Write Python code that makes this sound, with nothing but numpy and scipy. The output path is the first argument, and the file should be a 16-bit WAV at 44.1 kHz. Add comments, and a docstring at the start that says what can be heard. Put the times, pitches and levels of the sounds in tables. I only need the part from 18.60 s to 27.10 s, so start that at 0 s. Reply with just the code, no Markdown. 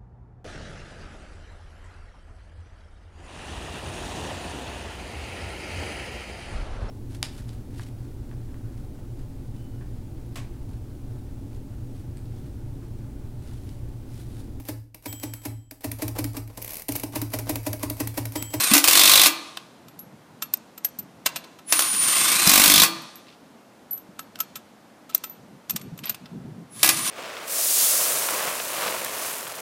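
"""Impact wrench on wheel nuts

A garage, one microphone close to an alloy wheel as a cordless impact wrench runs the nuts on.
The motor whines, gears and socket rattle, then the hammer strikes about fifty times a second until the
nut is tight. Between runs, nuts and socket clink on the studs; low bumps and a soft outdoor murmur
lie below. The loudest cracks overload the microphone."""
import sys
import numpy as np
from scipy import signal
from scipy.fft import rfft, irfft
from scipy.io import wavfile

SR = 44100
rng = np.random.default_rng(int(sys.argv[2]) if len(sys.argv) > 2 else 0)


def store_wav(level_fs):
    """Save 16-bit WAV to argv[1]."""
    pcm = np.round(np.clip(np.atleast_2d(level_fs), -1, 1) * 32767)
    wavfile.write(sys.argv[1], SR, pcm.T.astype(np.int16))


N = 374850
TIME = np.arange(N) / SR
FULL_SPEED_HZ = 1400

# motor speed, one curve for each pull of the trigger: (time [s], commutation rate [Hz])
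SPEED_CURVES = [
    [(0, 1290), (.04, 1270), (.11, 1080), (.15, 880)],
    [(.16, 450), (.22, 250), (.27, 400), (.33, 1100), (.675, 1000)],
    [(3.078, 40), (3.11, 250), (3.16, 480), (3.38, 470), (3.5, 920), (3.58, 1050), (3.7, 1100),
     (3.77, 1230), (3.84, 1270), (4.245, 1000)],
    [(8.116, 10), (8.18, 50), (8.22, 130), (8.3, 320), (8.4, 380), (8.5, 550)],
]
# runs of hammering: (first blow [s], last blow [s], nut comes tight [s], crack [dB], thump [dB])
HAMMER_RUNS = [(0.3106, 0.635, .362, -5, -39.5), (3.8725, 4.2185, 4.115, -4, -20)]
# spectrum of steel meeting steel: (frequency [Hz], level [dB])
CLACK_SPECTRUM = [(200, -13), (600, -5), (1200, -2.5), (1900, -3.5), (2700, 1.5), (3900, -0.5), (5000, -3),
                  (7000, -17.5), (15000, -37)]


def from_db(db):
    """Decibels to gain."""
    return 10 ** (np.asarray(db) / 20)


def rms_one(x):
    """Scale to unit rms."""
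    return x / np.sqrt(np.mean(x ** 2) + 1e-20)


def unit_energy(x):
    """Scale a response so that it keeps the power of white noise."""
    return x / np.sqrt(np.sum(x ** 2) + 1e-20)


def drift(per_s):
    """A random wander of unit rms, with per_s new values a second."""
    knots = rng.standard_normal(N // 8)
    return rms_one(np.interp(TIME * per_s, np.arange(len(knots)), knots))


def grainy_noise(spread_db, per_s):
    """Noise of unit rms whose level flickers."""
    return rms_one(rng.standard_normal(N) * from_db(spread_db * drift(per_s)))


def through(x, response):
    """Pass a sound through an impulse response."""
    return signal.fftconvolve(x, response)[:len(x)]


def colour(x, spectrum, size=4096):
    """Shape a sound with a minimum-phase filter of unit energy."""
    hz, db = np.transpose(spectrum)
    log_hz = np.log(np.maximum(np.arange(size // 2 + 1) * SR / size, 1))
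    bass_cut_db = 20 * np.maximum(np.log(hz[0]) - log_hz, 0)
    gain = from_db(np.interp(log_hz, np.log(hz), db) - bass_cut_db)
    cepstrum = irfft(np.log(gain))[:size // 2]
    cepstrum[0] = 0
    return through(x, unit_energy(irfft(np.exp(rfft(2 * cepstrum, size)))))


def mode(hz, t60):
    """A decaying sine of unit energy."""
    t = TIME[:SR]
    return unit_energy(np.sin(2 * np.pi * hz * t) * from_db(-60 * t / t60))


def add(out, s, sound):
    """Mix a sound in at a time."""
    at = max(round(s * SR), 0)
    out[at:at + len(sound)] += sound[:N - at]


def outdoor_murmur(level_db):
    """Soft, steady noise from outside, mostly low."""
    # spectrum of the open air: (frequency [Hz], level [dB])
    air_spectrum = [(24, -67.5), (40, -31.5), (82, -14.5), (247, 0), (309, -4), (333, -5.5), (368, -8),
                    (686, -7.5), (1310, -15), (1410, -15), (2450, -21.5), (12100, -33), (15500, -39)]
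    return from_db(level_db) * colour(rng.standard_normal(N), air_spectrum)


def motor_speed():
    """The motor's commutation rate along time, in Hz."""
    return np.interp(TIME, *np.transpose(np.vstack(SPEED_CURVES)))


def trigger(part, run_down_s=.007):
    """Gain of "rattle" or "whine" while the trigger is held, fading quickly on either side."""
    # strength of each pull: (gear rattle [dB], drive whine [dB])
    pull_levels = [(-22, -23.5), (-17.5, -39), (-19, -22.5), (-18.5, -29.5)]
    column = ("rattle", "whine").index(part)
    gain = np.zeros(N)
    for levels, curve in zip(pull_levels, SPEED_CURVES):
        outside_s = np.abs(TIME - np.clip(TIME, curve[0][0], curve[-1][0]))
        gain += from_db(levels[column]) * np.exp(-np.minimum(outside_s / run_down_s, 20))
    return gain


def motor_whine(switching_hz, upper_db, waver_db, waver_hz, hammering_db, idle_gain):
    """Two sidebands of the drive's switching tone part as the motor speeds up; hammering ducks them."""
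    speed = motor_speed()
    offset_hz = speed + waver_hz * drift(150)
    lower, upper = (np.sin(2 * np.pi * np.cumsum(switching_hz + side * offset_hz) / SR)
                    for side in (-1, 1))
    swell = idle_gain + np.sin(np.pi * speed / FULL_SPEED_HZ) ** 1.5   # loudest at half speed
    loaded = sum((TIME > first) & (TIME < last + .03) for first, last, *_ in HAMMER_RUNS)
    level = trigger("whine") * swell * from_db(waver_db * drift(110) + hammering_db * loaded)
    return np.sqrt(2) * (lower + from_db(upper_db) * upper) * level


def gear_rattle(level_db, grain_db, wobble_db, cycles_per_turn):
    """Teeth and loose socket chatter, louder with speed and swelling once a turn of the socket."""
    # spectrum of the gearbox: (frequency [Hz], level [dB])
    gear_spectrum = [(59, -47), (100, -22.5), (196, -23), (275, -16), (313, -13.5), (429, -18.5),
                     (898, -14.5), (1110, -6.5), (1460, -12), (2470, -10), (7410, -10.5), (9340, -6.5),
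                     (10400, -13.5), (13900, -13), (15500, -25)]
    speed = motor_speed()
    turns = np.cumsum(speed) / SR / cycles_per_turn
    flutter = from_db(grain_db * drift(700) + wobble_db * np.sin(2 * np.pi * turns))
    chatter = rms_one(rng.standard_normal(N) * flutter)
    level = from_db(level_db) * trigger("rattle") * speed / FULL_SPEED_HZ
    return colour(chatter * level, gear_spectrum)


def gear_tones(low_db, mesh_db, steepness, waver_hz):
    """Two orders of the motor sing out of the rattle as it nears full speed."""
    speed = motor_speed()
    phase = 2 * np.pi * np.cumsum(speed + waver_hz * drift(300)) / SR
    tones = from_db(low_db) * np.sin(2 * phase) + from_db(mesh_db) * np.sin(13 / 4 * phase)
    return tones * (speed / speed.max()) ** steepness * trigger("rattle")


def wheel(force):
    """The wheel rings with whatever shakes its studs."""
    # modes of wheel, hub and brake disc: (frequency [Hz], level [dB], t60 [s])
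    wheel_modes = [(287.4, -9, 0.41), (328.9, -8.5, 0.54), (1094, -1.5, 0.12), (1195, -3.5, 0.57),
                   (1660, -5.5, 0.21), (2000, -5, .2), (2360, -2, 0.3), (2508, 3, 0.15), (2680, -3.5, 0.22),
                   (3314, -5, .25), (3705, -2.5, 0.17), (3890, -9.5, 0.22), (4240, -5.5, 0.19),
                   (4355, -2.5, 0.55), (4470, -8, 0.31), (5330, -14, .15)]
    response = sum((-1) ** k * from_db(db) * mode(hz, t60) for k, (hz, db, t60) in enumerate(wheel_modes))
    return through(force, unit_energy(response))


def touches(settle_s=.032, settle_db=-28):
    """Nut and socket meet, then touch once more, softly, as they settle."""
    # (time [s], strength [dB], steel ring re strength [dB], ring pitch [Hz],
    #  socket cavity re strength [dB], contact time [s])
    meetings = [(.002, -31, 17, 13400, -15, 0.0025), (.039, -28, 13, 13000, -32, .0015),
                (0.9714, -33, -9.5, 13470, -17, 0.0012), (1.282, -47, 1, 12240, -3, 0.0018),
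                (1.39, -44.5, 14, 11630, -17, .0025), (1.8217, -25.5, 5.5, 12630, -9.5, 0.0028),
                (1.9367, -22.5, 16, 13900, -34, 0.0017), (2.177, -39.5, 8, 13000, -7, 0.0019),
                (2.2463, -21, 12.5, 12880, -33, 0.0018), (2.387, -37, 17, 13000, -22, 0.0033),
                (2.66, -16, 2.5, 13900, -13, 0.0033), (2.758, -27, -0.5, 12400, -14, 0.0038),
                (2.8395, -49.5, -9, 11700, -4, 0.0033), (2.9873, -50, -6.5, 12800, 3.5, 0.0031),
                (4.4191, -47, 6, 12800, -8, .0014), (4.556, -47, 11, 12420, -14, .001),
                (5.3086, -46.5, 28, 11830, -12, 0.0016), (5.327, -49.5, 32, 11950, -8, 0.0018),
                (5.376, -47, 15, 12500, -6, .002), (5.5916, -32.5, -0.5, 12200, 0, 0.0017),
                (5.7564, -41, -9, 13500, -26, 0.00094), (5.7877, -41, 7, 12900, 2, 0.0021),
                (5.8015, -26, 11.5, 12930, -1.5, 0.0032), (5.955, -34.5, 4.5, 12800, -4.5, 0.0045),
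                (6.492, -47.5, 3, 13200, 6, .006), (6.5464, -19.5, 15.5, 13570, -26, 0.0018),
                (6.637, -31.5, 4.5, 12100, -4, .0032), (6.6965, -53, 23.5, 12030, -10, 0.0012),
                (7.0961, -26, 7.5, 12740, -27, 0.0017), (7.1057, -25, 13, 13300, -16, .001),
                (7.1597, -26.5, 6.5, 13400, -30, 0.0029), (7.213, -42.5, 2, 11800, -22, .002),
                (7.376, -45, 8, 14100, -5, .0015), (7.3894, -35.5, 0, 12900, -22, .001),
                (7.436, -38.5, -5, 12300, -11.5, 0.0044), (7.4547, -41.5, 18, 11900, -8, 0.0013),
                (7.4937, -23.5, 9.5, 13000, -30, 0.0026), (7.5441, -38, 1, 13300, -25, 0.0023),
                (7.6572, -52.5, -16, 12200, 3, 0.0019)]
    waits = settle_s * rng.uniform(.8, 1.2, len(meetings))
    settling = [(s + wait, db + settle_db, *timbre) for (s, db, *timbre), wait in zip(meetings, waits)]
    return list(meetings) + settling


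def clinks(scratch_db, shimmer_db, ring_db, hollow_db, hollow_hz, hollow_t60,
           brush_db, brush_s, skitter_s):
    """Steel chatters on steel: a clack and a scratch, then high modes and the socket's air cavity ring."""
    # spectra of the scratch and of the cluster of high modes: (frequency [Hz], level [dB])
    scratch_spectrum = [(2000, -29), (4500, -2.5), (6200, 2), (8000, 2), (9500, -1.5), (10600, -6),
                        (11700, -4), (15000, -6.5)]
    shimmer_spectrum = [(10500, -28), (11700, -4.5), (12300, -0.5), (12850, 6), (13300, 1), (13900, -3),
                        (14400, -16.5), (15200, -8)]
    # the free nut rings on, the hand-held socket dies fast: (ring pitch [Hz], t60 [s])
    steel_decay = [(12100, .13), (12900, 0.056), (13500, 0.019)]
    t = TIME[:SR // 3]
    clacks, scratches, shimmer, rings = np.zeros((4, N))
    # the parts brush just before they meet and skitter afterwards
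    lead_s = .02
    since = t - lead_s
    brush = from_db(brush_db) * np.exp(-np.abs(since) / np.where(since < 0, brush_s, skitter_s))
    for s, db, steel_db, hz, cavity_db, contact_s in touches():
        age = np.maximum(since, 0) / contact_s
        press = age * np.exp(1 - age)
        clack_db = db - .64 * steel_db   # a free nut rings, a held one clacks
        add(clacks, s - lead_s, from_db(clack_db) * (press + brush))
        add(scratches, s - lead_s, from_db(db + scratch_db) * (press + brush))
        add(shimmer, s - lead_s, from_db(db + steel_db + shimmer_db) * press)
        steel = (steel_db + ring_db, hz, np.interp(hz, *np.transpose(steel_decay)))
        cavity = (cavity_db + hollow_db, hollow_hz, hollow_t60)
        build_up = 1 - np.exp(-(t / contact_s) ** 2)
        for level, pitch, t60 in steel, cavity:
            tone = mode(pitch, t60)[:len(t)] * build_up
            add(rings, s, from_db(db + level) * tone / np.abs(tone).max())
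    chatter = grainy_noise(spread_db=2.5, per_s=1500)
    contact = colour(clacks * chatter, CLACK_SPECTRUM) + colour(scratches * chatter, scratch_spectrum)
    return contact, rings + colour(shimmer * chatter, shimmer_spectrum)


def bumps(rise_s):
    """Tool and tyre bump dully, each time with one low, dying tone."""
    # (time [s], level [dB], pitch [Hz], t60 [s])
    thuds = [(0.113, -11.5, 219, 0.1), (0.115, -20, 283.3, 0.55), (0.158, -14.5, 298, 0.14),
             (2.386, -34, 197, 0.087), (3.871, -9, 176, 0.038), (4.225, -28.5, 332.6, 0.35),
             (5.49, -32, 188, 0.045), (7.148, -19.5, 196, 0.04), (7.324, -17.5, 179, 0.032),
             (7.848, -23, 200, 0.047)]
    t, out = TIME[:SR], np.zeros(N)
    attack = 1 - np.exp(-t / rise_s)
    for s, db, hz, t60 in thuds:
        add(out, s, from_db(db - 60 * t / t60) * np.sin(2 * np.pi * hz * t) * attack)
    return out


def knocks(uneven_db, skip_s=.015, skip_db=-9.5):
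    """The socket catches or the hammer stops; weaker skips over the nut's corners may follow."""
    # (time [s], crack [dB], wheel kick [dB], skips [count, rounded; none if negative])
    catches = [(.114, -17, -12.5, 2.5), (.136, 1, -13.5, 2), (0.179, -5.5, -23, -3),
               (0.2411, -4, -12.5, -1), (0.276, -7, -25.5, -2.5), (.283, -3, -19.5, 1),
               (0.659, -4, -9, 0.5), (0.666, -6, -17.5, -2), (3.124, -6, -14.5, 0.5), (3.192, -8, -25, 2),
               (4.234, -3.5, -9, 0.5), (8.2304, -1.5, -12, 4), (8.29, -5, -17, 0.5)]
    blows = []
    for s, db, kick_db, skips in catches:
        blows.append((s, db, kick_db))
        for k in range(1, round(skips) + 1):
            crack_db = db + skip_db + uneven_db * rng.standard_normal()
            blows.append((s + k * skip_s, crack_db, kick_db + skip_db))
    return blows


def hammer(blows_per_s, crack_s, rebound_db, rebound_s, thump_s, thump_hz,
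           clang_s, loose_db, tight_db, kick_db, uneven_db):
    """Each blow cracks, thumps the tyre and kicks the wheel; it clangs harder once the nut is tight."""
    # spectra of the crack and of the clang: (frequency [Hz], level [dB])
    crack_spectrum = [(40, -47), (120, -36), (300, -8), (450, -5.5), (800, 0), (1200, 1.5), (1800, -1.5),
                      (2400, 4), (3000, 1.5), (3800, 1.5), (5500, 3), (7000, 1), (9500, 2), (15000, 1)]
    clang_spectrum = [(2000, -32), (3000, -12.5), (3350, -1), (3700, -1), (4200, -1.5), (4600, -6),
                      (6500, -16), (9000, -30)]
    t = TIME[:SR // 8]
    crack_power, thumps, clang_level, kicks = np.zeros((4, N))
    blows = knocks(uneven_db)
    for first, last, tight, db, thump_db in HAMMER_RUNS:
        progress = np.linspace(0, 1, round((last - first) * blows_per_s) + 1)
        for s in first + (last - first) * progress ** .98:   # the first blows come a little slower
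            jitter_s = .0003 * rng.standard_normal()
            blows.append((s + jitter_s, db + uneven_db * rng.standard_normal(), db + kick_db))
            pitch = thump_hz * 2 ** rng.uniform(-.18, .66)
            add(thumps, s, from_db(thump_db) * np.exp(-t / thump_s) * np.sin(2 * np.pi * pitch * t))
            clang_db = np.interp(s, [tight - .015, tight + .015], [loose_db, tight_db])
            add(clang_level, s, from_db(clang_db) * np.exp(-t / clang_s))
    # a hard crack with a buzz of loose steel after it
    blow_power = np.exp(-(t / crack_s) ** 2) + from_db(rebound_db) ** 2 * np.exp(-t / rebound_s)
    for s, db, wheel_db in blows:
        add(crack_power, s, from_db(db) ** 2 * blow_power)
        add(kicks, s, from_db([wheel_db]))
    cracks = colour(np.sqrt(crack_power) * rng.standard_normal(N), crack_spectrum)
    clangs = colour(clang_level * rng.standard_normal(N), clang_spectrum)
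    return thumps + cracks + clangs, kicks


def strokes(rows):
    """Gain of strokes that swell and fade between a start and an end."""
    gain = np.zeros(N)
    for start, end, db in rows:
        position = (2 * TIME - start - end) / (end - start)
        gain += from_db(db) * np.sqrt(np.maximum(1 - position ** 2, 0))
    return gain


def shuffling(gain_db):
    """Someone shifts about beside the wheel with a soft, lumpy rumble."""
    # (start [s], end [s], level [dB])
    moves = [(.9, 2.0, -56), (2.3, 2.85, -54.5), (3.3, 3.9, -48.5), (5.4, 6.1, -57.5), (6.77, 7.0, -51.5),
             (7.08, 7.56, -44.5), (7.58, 8.15, -44.5), (8.15, 8.6, -42.5)]
    # spectrum of the rumble: (frequency [Hz], level [dB])
    shuffle_spectrum = [(30, -47), (70, -12.5), (120, 2), (190, 6), (290, -3.5), (420, -10.5), (900, -54.5)]
    lumps = grainy_noise(spread_db=4, per_s=30)
    return from_db(gain_db) * strokes(moves) * colour(lumps, shuffle_spectrum)


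def scrapes(grit_db):
    """The socket drags over a nut, steel on steel, in a stream of tiny catches."""
    # (start [s], end [s], level [dB])
    drags = [(4.66, 4.753, -54), (6.49, 6.545, -55.5), (7.429, 7.533, -42.5)]
    return colour(strokes(drags) * grainy_noise(grit_db, per_s=600), CLACK_SPECTRUM)


def garage(x, near_db, near_s, build_s):
    """The direct sound, quick reflections from ground and car, then a diffuse tail."""
    # reverberation of the garage: (frequency [Hz], t60 [s], level [dB])
    tail_bands = [(250, 0.83, -9.5), (1000, .85, -11), (2500, 0.79, -16.5), (4446, 0.88, -18.5),
                  (8190, 1, -26.5), (13000, .4, -26.5)]
    hz, t60, db = np.transpose(tail_bands)
    t = TIME[:SR]
    response = from_db(near_db) * unit_energy(rng.standard_normal(SR) * np.exp(-t / near_s) * (t > .002))
    edges = np.geomspace(100, 16000, 13)
    for low, high in zip(edges, edges[1:]):
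        bandpass = signal.butter(2, [low, high], "band", fs=SR, output="sos")
        band = signal.sosfilt(bandpass, rng.standard_normal(SR))
        log_centre = np.log(low * high) / 2
        band_t60, band_db = (np.interp(log_centre, np.log(hz), column) for column in (t60, db))
        envelope = from_db(-60 * t / band_t60) * (1 - np.exp(-t / build_s))
        response += from_db(band_db) * band * unit_energy(envelope)
    return x + through(x, response)


def scene():
    """Wrench and wheel close by in the garage; the small rings of nut and socket stay dry."""
    blows, kicks = hammer(blows_per_s=49, crack_s=.003, rebound_db=-9.5, rebound_s=.011,
                          thump_s=.0076, thump_hz=201, clang_s=.01, loose_db=-22.5, tight_db=-11.5,
                          kick_db=-14.5, uneven_db=1.5)
    gears = gear_rattle(level_db=.5, grain_db=2, wobble_db=2, cycles_per_turn=42)
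    nut = from_db(-21.5) * through(gears, mode(hz=15000, t60=.03))   # the spinning nut rings along
    whine = motor_whine(switching_hz=10070, upper_db=-21, waver_db=1.45, waver_hz=4.6,
                        hammering_db=-14, idle_gain=.12)
    whine += gear_tones(low_db=-9.5, mesh_db=-7, steepness=3.5, waver_hz=22)
    contact, rings = clinks(scratch_db=-1, shimmer_db=-6.5, ring_db=-5,
                            hollow_db=-.5, hollow_hz=1311, hollow_t60=.07,
                            brush_db=-16, brush_s=.003, skitter_s=.012)
    ringing = wheel(from_db(19.5) * kicks + from_db(-20) * gears + from_db(-23) * contact)
    direct = blows + gears + nut + whine + ringing + contact + scrapes(grit_db=5)
    wrench = rings + garage(direct, near_db=-11, near_s=.0083, build_s=.003)
    background = outdoor_murmur(level_db=-51.5) + shuffling(gain_db=3) + bumps(rise_s=.0029)
    return (wrench + background)[None]


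def record(dry):
    """The close microphone rounds off the loudest cracks; the highest treble is cut."""
    ceiling, cutoff_hz = .67, 15400
    rounded = dry / (1 + (dry / ceiling) ** 4) ** (1 / 4)
    return signal.sosfilt(signal.ellip(12, .2, 80, cutoff_hz, fs=SR, output="sos"), rounded)


dry = scene()
out = record(dry)
store_wav(out)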